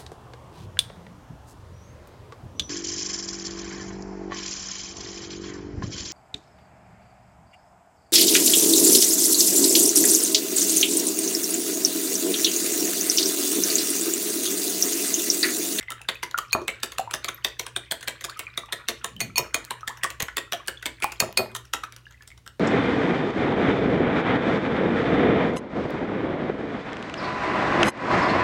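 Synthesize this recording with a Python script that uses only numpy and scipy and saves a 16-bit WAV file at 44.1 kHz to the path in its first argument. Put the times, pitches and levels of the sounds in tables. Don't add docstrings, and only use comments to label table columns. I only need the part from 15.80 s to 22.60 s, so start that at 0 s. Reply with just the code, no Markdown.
import sys
import numpy as np
from scipy import signal
from scipy.fft import rfft, irfft
from scipy.io import wavfile

SR = 44100
rng = np.random.default_rng(int(sys.argv[2]) if len(sys.argv) > 2 else 0)


def store_pcm(level_fs):
    pcm = np.round(np.clip(level_fs, -1, 1) * 32767).astype(np.int16)
    wavfile.write(sys.argv[1], SR, np.atleast_2d(pcm).T)


N = 299698
CUTOFF_HZ = 16100

# time of the slap in seconds, level in dB, brightness in dB per octave,
# resonance of the air pocket in Hz, lag of the trailing wires in seconds.
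STROKES = [(0.008, -46.5, -3, 2030, .02), (0.104, -35.5, -1.4, 1240, .015),
           (0.287, -28.5, -2.5, 3570, 0.00058), (0.429, -32, -1, 2100, 0.005),
           (0.578, -32, -0.5, 1240, 0.0084), (0.73, -35.5, 1.5, 4300, 0.00068),
           (0.88, -28.5, -1.4, 3000, 0.00074), (1.031, -29, 1.1, 3670, 0.0015),
           (1.183, -31, -0.2, 1320, 0.00055), (1.338, -28.5, 0.1, 3580, 0.00034),
           (1.444, -33.5, 0, 4400, .0005), (1.484, -32, -1, 3400, 0.0032),
           (1.646, -27.5, 0.2, 3470, 0.00064), (1.794, -31.5, 0.9, 3250, 0.0011),
           (1.962, -31, 0.1, 3430, 0.00087), (2.112, -27, 1, 3450, 0.0078),
           (2.228, -42, -0.5, 1790, 0.0011), (2.276, -29.5, -0.5, 3250, 0.0057),
           (2.409, -43.5, 0, 2050, 0.0013), (2.441, -33, .8, 3670, 0.0053),
           (2.593, -36, -1.4, 2750, 0.0063), (2.775, -31, -0.2, 3640, 0.0012),
           (2.924, -30.5, -0.4, 3570, 0.0045), (3.085, -27, 0.5, 3630, 0.0055),
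           (3.243, -30, 0, 1060, 0.0016), (3.404, -30, 1.3, 2250, 0.003), (3.571, -34.5, 0, 2520, .004),
           (3.58, -27, 3.3, 2500, 0.0012), (3.743, -26.5, 1, 6550, 0.0007), (3.906, -32.5, 0, 960, 0.0023),
           (4.076, -32, -1, 1810, 0.00077), (4.234, -27.5, -0.3, 1750, 0.0081), (4.402, -28, 0, 3050, .02),
           (4.483, -42.5, -5, 1970, .001), (4.569, -28, -1.1, 3500, 0.011), (4.722, -28, -.8, 3330, 0.0098),
           (4.881, -29.5, -0.5, 1570, 0.0017), (5.026, -44.5, -4.5, 1940, 0.0012),
           (5.057, -29.5, -0.4, 3460, 0.0051), (5.223, -29.5, -2, 2360, 0.012),
           (5.401, -24.5, 2.5, 2480, .001), (5.574, -26.5, 1.5, 4300, 0.0011),
           (5.75, -32.5, 0.4, 1027, .012), (5.935, -27, -.9, 1380, .0003), (6.036, -40, -3, 1280, .0005),
           (6.123, -47.5, 1, 1620, 0.04), (6.309, -56.5, -0.5, 6300, 0.014),
           (6.475, -53.5, 3.5, 5280, .001), (6.503, -57, -3, 2050, 0.0122), (6.576, -58.5, 0, 5600, .001),
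           (6.663, -44.5, -1, 1380, 0.013)]
# time in seconds, level in dB.
KNOCKS = [(.750, -21), (3.595, -27.5), (3.766, -40.5), (5.424, -23), (5.593, -22)]


def from_db(db):
    return 10 ** (np.asarray(db) / 20)


def rms_one(x):
    return x / np.sqrt(np.mean(x ** 2) + 1e-20)


def seconds(length):
    return np.arange(int(length * SR)) / SR


def at_hz(points, hz):
    known, *columns = np.transpose(points)
    return [np.interp(np.log(hz), np.log(known), column) for column in columns]


def band(x, low, high):
    sos = signal.butter(2, [low, min(high, .45 * SR)], "band", fs=SR, output="sos")
    return signal.sosfilt(sos, x + 1e-18)


def resonate(x, hz, q, boost_db):
    return x + from_db(boost_db) * signal.lfilter(*signal.iirpeak(hz, q, fs=SR), x)


def ring(t, hz, t60, phase=0):
    return from_db(-60 * t / t60) * np.sin(2 * np.pi * hz * t + phase)


def bubble(hz, t60, glide=0.055, onset_s=0.00041):
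    t = seconds(t60)
    return (1 - np.exp(-t / onset_s)) * ring(t, hz * (1 + glide * t / t60), t60)


def grains(size, spread_db):
    strength = from_db(spread_db * rng.standard_normal(size // 16 + 1))
    return rng.standard_normal(size) * np.repeat(strength, 16)[:size]


def wander(size, count):
    return signal.resample(rng.standard_normal(count), size)


def scattered(per_s):
    slots = 200
    times = (np.arange(slots) + rng.random(slots)) / per_s
    draws = np.clip(rng.standard_normal((slots, 2)), -2, 2)
    return np.column_stack([times, draws])[times < N / SR]


def vigour_db(s):
    # time in seconds, vigour in dB.
    vigour = [(0, 1), (5.6, -1), (5.9, -10.5), (6.4, -9), (6.8, -44)]
    return np.interp(s, *np.transpose(vigour))


def add(track, s, sound):
    start = min(max(round(s * SR), 0), N)
    track[start:start + len(sound)] += sound[:N - start]


def background():
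    # frequency in Hz, rms level in dB before wavering.
    hum_tones = [(59.5, -60.5), (118.6, -58.5)]
    # frequency in Hz, relative level in dB.
    air_colour = [(20, -32), (40, -8), (60, 0), (120, -3), (200, -14), (400, -19), (800, -26), (4000, -29),
                  (16000, -40)]
    t = np.arange(N) / SR
    air_db, waver_db, waver_rad = -59.5, 3.0, .8
    hum = 0
    for hz, db in hum_tones:
        amplitude = np.sqrt(2) * from_db(db + waver_db * wander(N, count=70))
        hum = hum + amplitude * np.sin(2 * np.pi * hz * t + waver_rad * wander(N, count=110))
    white = rfft(rng.standard_normal(N))
    colour_db, = at_hz(air_colour, np.linspace(1, SR / 2, len(white)))
    return hum + from_db(air_db) * rms_one(irfft(white * from_db(colour_db), N))


def splashes(pocket_db=12.5, pocket_q=11.2, spatter_db=-20.5, spatter_s=0.013, soft_hz=12000, pivot_hz=3300):
    # low edge in Hz, high edge in Hz,
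    # rise in seconds, decay in seconds, gain in dB.
    splash_parts = [(315, 900, 0.0085, 0.0069, -2), (763, 2100, 0.00073, 0.0047, 3),
                    (2640, 3636, 0.000057, 0.001, 0.5), (5060, 11400, 0.00055, 0.00097, 1.5),
                    (9050, 20000, 0.00098, 0.0016, -1.5)]
    trailing_db = -1.5
    slosh_growth, full_stroke_db = 0.2, -25
    flicks_per_s, flick_db, flick_spread_db, flick_hz = 5.9, -52, 6.5, 3300
    lead_s, lead_db, spread_db, ragged_db = .006, -19.0, 3.8, 4.5
    out, t = np.zeros(N), seconds(.09)
    graze = from_db(lead_db) * t / lead_s * (t < lead_s)
    flicks = []
    for s, size, pitch in scattered(flicks_per_s):
        level_db = flick_db + flick_spread_db * size + vigour_db(s)
        flicks.append((s, level_db, 0, flick_hz * 2 ** (.5 * pitch), 0))
    for s, level_db, tilt_db, pocket_hz, lag_s in STROKES + flicks:
        burst = resonate(grains(len(t), spread_db), pocket_hz, pocket_q, pocket_db)
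        for hz in np.geomspace(1200, 11000, 6) * 2 ** rng.uniform(-.3, .3, 6):
            burst = resonate(burst, hz, q=16, boost_db=7)
        burst = signal.lfilter(*signal.butter(1, min(soft_hz, .45 * SR), fs=SR), burst)
        after = np.maximum(t - lead_s - np.array([[0], [lag_s]]), 0)
        for k, (low, high, rise, decay, gain_db) in enumerate(splash_parts):
            ragged = from_db(spatter_db + ragged_db * wander(len(t), count=30))
            spatter = ragged * np.exp(-after / spatter_s)
            leading, trailing = (1 - np.exp(-after / rise)) * (np.exp(-after / decay) + spatter)
            slap = np.hypot(leading, from_db(trailing_db) * trailing)
            part = band(burst * (slap / slap.max() + graze), low, high)
            part *= np.sqrt(.01 * SR / np.sum(part ** 2))
            if k == 0:
                colour_db = slosh_growth * (level_db - full_stroke_db)
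            else:
                colour_db = tilt_db * np.log2(np.sqrt(low * high) / pivot_hz)
            add(out, s - lead_s, from_db(level_db + gain_db + colour_db) * part)
    return out


def loops(gain_db=2.5):
    # frequency in Hz before bending,
    # level in dB relative to the stroke before gain_db, ring time T60 in seconds.
    loop_modes = [(1794, -22, 0.22), (3690, -15, 0.15)]
    out, t = np.zeros(N), seconds(.2)
    for s, level_db, *_ in STROKES:
        for hz, mode_db, t60 in loop_modes:
            bend, uneven_db = rng.standard_normal(2) * [.015, 3]
            tone = ring(t, hz * (1 + bend), t60)
            add(out, s, from_db(level_db + mode_db + uneven_db + gain_db) * tone)
    return out


def bumps(rumble_low_hz=85, rumble_high_hz=230, push_db=-9.0, push_hz=150, push_t60=0.077):
    # frequency in Hz, level in dB relative to the knock,
    # ring time T60 in seconds.
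    counter_modes = [(88.5, -19, 0.25), (135, -40, 0.17), (220, -15.5, 0.081)]
    thud_s, thud_db, thud_hz, thud_t60_s = 4.4283, -20.5, 141, .02
    shift_s, shift_db, shift_rise_db_per_s, shift_fall_db_per_s = 3.44, -38.5, 145, 121
    out, t = np.zeros(N), seconds(.25)
    add(out, thud_s, from_db(thud_db) * ring(t, thud_hz, thud_t60_s))
    for s, level_db in KNOCKS:
        add(out, s, sum(from_db(level_db + db) * ring(t, hz, t60) for hz, db, t60 in counter_modes))
    for s, level_db, *_ in STROKES:
        onset = 1 - np.exp(-t / 0.0065)
        tone = ring(t, push_hz * 2 ** rng.uniform(-0.67, 0.86), push_t60)
        add(out, s, from_db(level_db + push_db) * onset * tone)
    since = np.arange(N) / SR - shift_s
    rumble_db = shift_db + np.minimum(shift_rise_db_per_s * since, -shift_fall_db_per_s * since)
    rumble = rms_one(band(rng.standard_normal(N), rumble_low_hz, rumble_high_hz))
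    return out + from_db(rumble_db) * rumble


def plops(small_ring_share=.6, small_spread_db=2.0, small_follows=0.8):
    # time in seconds, level in dB, starting pitch in Hz.
    distinct = [(.01, -32, 1998), (.083, -23.5, 2015), (.355, -29, 2490), (.431, -21.5, 956),
                (.544, -11.5, 1384), (.587, -16, 1200), (.710, -28.5, 4140), (.889, -17, 2234),
                (1.194, -13.5, 743), (1.275, -24.5, 934), (1.485, -23, 1260), (1.545, -27, 12600),
                (1.647, -10.5, 3545), (1.963, -15, 3590), (2.668, -24, 2370), (2.778, -20, 3480),
                (2.835, -29.5, 1150), (2.926, -17.5, 3600), (3.365, -31, 3000), (3.579, -17, 965),
                (3.912, -20.5, 1020), (4.031, -24.5, 1254), (4.233, -15.5, 1840), (4.247, -15, 1122),
                (4.484, -25.5, 1460), (4.736, -20, 692), (4.973, -31, 3400), (5.243, -12.5, 840),
                (6.035, -22, 1254), (6.255, -40, 2800), (6.267, -35, 1650), (6.344, -42, 1970),
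                (6.408, -39, 1710), (6.516, -36.5, 2150)]
    t60_at_1khz_s, t60_slope = 0.046, -.4
    small_per_s, small_db, small_hz, small_octaves = 12, -39, 1780, .55
    out = np.zeros(N)
    small = []
    for s, size, pitch in scattered(small_per_s):
        level_db = small_db + small_spread_db * size + small_follows * vigour_db(s)
        small.append((s, level_db, small_hz * 2 ** (small_octaves * pitch)))
    for rows, ring_share in ((distinct, 1), (small, small_ring_share)):
        for s, level_db, hz in rows:
            t60 = ring_share * t60_at_1khz_s * (hz / 1000) ** t60_slope
            add(out, s, from_db(level_db) * bubble(hz, t60))
    return out


def crackle(clumps_per_s=53.0, clump_s=0.0088, centre_hz=2300, octaves=0.77, scatter_octaves=0.452,
            size_db=12.5, gain_db=-53.5):
    out, count = np.zeros(N), 12
    cycles = 26
    for _ in range(int(clumps_per_s * N / SR)):
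        start = rng.uniform(0, N / SR)
        pitch, strength = rng.standard_normal(2)
        for delay, detune, size in rng.standard_normal((count, 3)):
            hz = centre_hz * 2 ** (octaves * pitch + scatter_octaves * detune)
            if 900 < hz < 14000:
                level_db = size_db * min(strength + size, 2)
                add(out, start + clump_s * delay, from_db(level_db) * bubble(hz, cycles / hz))
    return rms_one(out) * from_db(gain_db + vigour_db(np.arange(N) / SR))


def ticks(low_hz=2200, gain_db=-1.0):
    # time in seconds, peak level in dB before gain_db.
    snaps = [(0.105, -14), (.3547, -31), (0.586, -8), (0.724, -19), (2.593, -11.5), (3.365, -30),
             (3.7442, -18), (3.85, -19.5), (4.427, -8), (4.5702, -9.5), (4.875, -18), (5.243, -6.5),
             (5.403, -4), (5.527, -23)]
    out, t, decay_s = np.zeros(N), seconds(.01), .00018
    for s, level_db in snaps:
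        tick = band(rng.standard_normal(len(t)) * np.exp(-t / decay_s), low_hz, CUTOFF_HZ)
        add(out, s, from_db(level_db + gain_db) * tick / np.abs(tick).max())
    return out


def chimes(gain_db=-1.0, detune_share=0.0036):
    # time in seconds, level in dB before gain_db,
    # share of the free ring time from 0 to 1, brightness in dB per octave.
    strikes = [(0.73, -10, 0.31, -1.4), (3.412, -24, 0.63, 0), (3.558, -25, 0.9, -0.5),
               (3.580, -24.5, 0.44, 5.5), (3.745, -21, 0.36, 0.5), (5.244, -26.5, 0.74, -20.5),
               (5.4011, -17.5, 0.35, 2), (5.573, -16.5, .7, 1.2)]
    # frequency in Hz before detuning, relative level in dB,
    # free ring time T60 in seconds.
    wall_modes = [(1056, -8, 0.025), (2472, 0.5, 0.21), (4406, -1.5, 0.17), (6647, -4.5, 0.13),
                  (8210, -22, 0.28), (9170, -6, 0.084), (12800, -31.5, 0.15), (11500, -24.5, 0.3),
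                  (12160, -15, .17), (13900, -24, .17), (14600, -16, 0.23), (15440, -29, .15)]
    out, t = np.zeros(N), seconds(.3)
    for s, level_db, free, tilt_db in strikes:
        for hz, mode_db, t60 in wall_modes:
            uneven_db = 2.0 * rng.standard_normal()
            strength_db = level_db + mode_db + tilt_db * np.log2(hz / wall_modes[1][0]) + uneven_db
            tone = ring(t, hz * (1 + detune_share * rng.standard_normal()), t60 * free)
            add(out, s, from_db(strength_db + gain_db) * rng.choice([-1, 1]) * tone)
    return out


def knocks(gain_db=-1.5, uneven_db=6.5, contact_s=0.00046):
    # frequency in Hz, relative level in dB, ring time T60 in seconds.
    foot_modes = [(123, -11, 0.16), (235, -6, 0.04), (365, -3.5, 0.066), (411, -5.5, 0.062),
                  (475, -21, 0.028), (560, -6, .05), (630, -3, .045), (705, -2, 0.022), (863, -1.5, 0.049),
                  (1130, 6.5, 0.014), (1326, -13, 0.055), (1800, -6, 0.014)]
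    # delay in seconds, relative level in dB.
    bounces = [(0, 2), (.011, -5.5), (0.035, -13.5), (.066, -14)]
    out, t = np.zeros(N), seconds(.25)
    onset = 1 - np.exp(-t / contact_s)
    for s, level_db in KNOCKS:
        for delay, bounce_db in bounces:
            clack = 0
            for hz, db, t60 in foot_modes:
                strength = from_db(db + uneven_db * rng.standard_normal())
                clack = clack + strength * ring(t, hz, t60, 2 * np.pi * rng.random())
            add(out, s + delay, from_db(level_db + bounce_db + gain_db) * clack * onset)
    return out


def glugs():
    # time in seconds, peak level in dB, start pitch in Hz, end pitch in Hz, length in seconds.
    gulps = [(1.477, -24.5, 1076, 1617, 0.02), (2.477, -34.5, 850, 1720, 0.033),
             (2.506, -41, 1283, 1960, 0.035), (2.559, -37.5, 1220, 1310, 0.025),
             (4.082, -33.5, 648, 1580, 0.045), (4.795, -38.5, 1040, 1210, 0.02)]
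    out = np.zeros(N)
    for s, level_db, start_hz, end_hz, length in gulps:
        hz = np.geomspace(start_hz, end_hz, len(seconds(length)))
        sweep = np.sin(2 * np.pi * np.cumsum(hz) / SR)
        add(out, s, from_db(level_db) * np.hanning(len(hz)) * sweep)
    return out


def kitchen(x, first_echo_s=0.0046, build_s=0.00033, wet_db=-2.0):
    # frequency in Hz, level in dB before wet_db, reverberation time T60 in seconds.
    reverberation = [(123.6, -7.5, .4), (344, -2, 0.44), (655, -2.5, 0.17), (1300, -6.5, 0.31),
                     (2700, -5, .26), (4000, -11, 0.29), (7740, -11, 0.24), (14800, -12, .16)]
    t, echo = seconds(.5), 0
    edges = np.geomspace(70, 18000, 17)
    arrival = 1 - np.exp(-np.maximum(t - first_echo_s, 0) / build_s)
    for low, high in zip(edges, edges[1:]):
        level_db, t60 = at_hz(reverberation, np.sqrt(low * high))
        tail = band(rng.standard_normal(len(t)), low, high) * arrival * from_db(-60 * t / t60)
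        tail *= np.sqrt(2 * (high - low) / SR / np.sum(tail ** 2))
        echo = echo + from_db(level_db + wet_db) * tail
    return signal.fftconvolve(x, echo)[:N]


def scene(plop_room_db=-0.5):
    bowl_room_db, froth_direct_db = -5, -3
    strokes = splashes() + ticks() + knocks()
    froth = crackle()
    plopping = plops() + glugs()
    ringing = chimes() + loops()
    into_room = strokes + froth + from_db(plop_room_db) * plopping + from_db(bowl_room_db) * ringing
    direct = strokes + from_db(froth_direct_db) * froth + plopping + ringing + bumps()
    return (direct + kitchen(into_room) + background())[None]


def record(dry):
    return signal.sosfilt(signal.ellip(10, .2, 80, CUTOFF_HZ, fs=SR, output="sos"), dry)


dry = scene()
out = record(dry)
store_pcm(out)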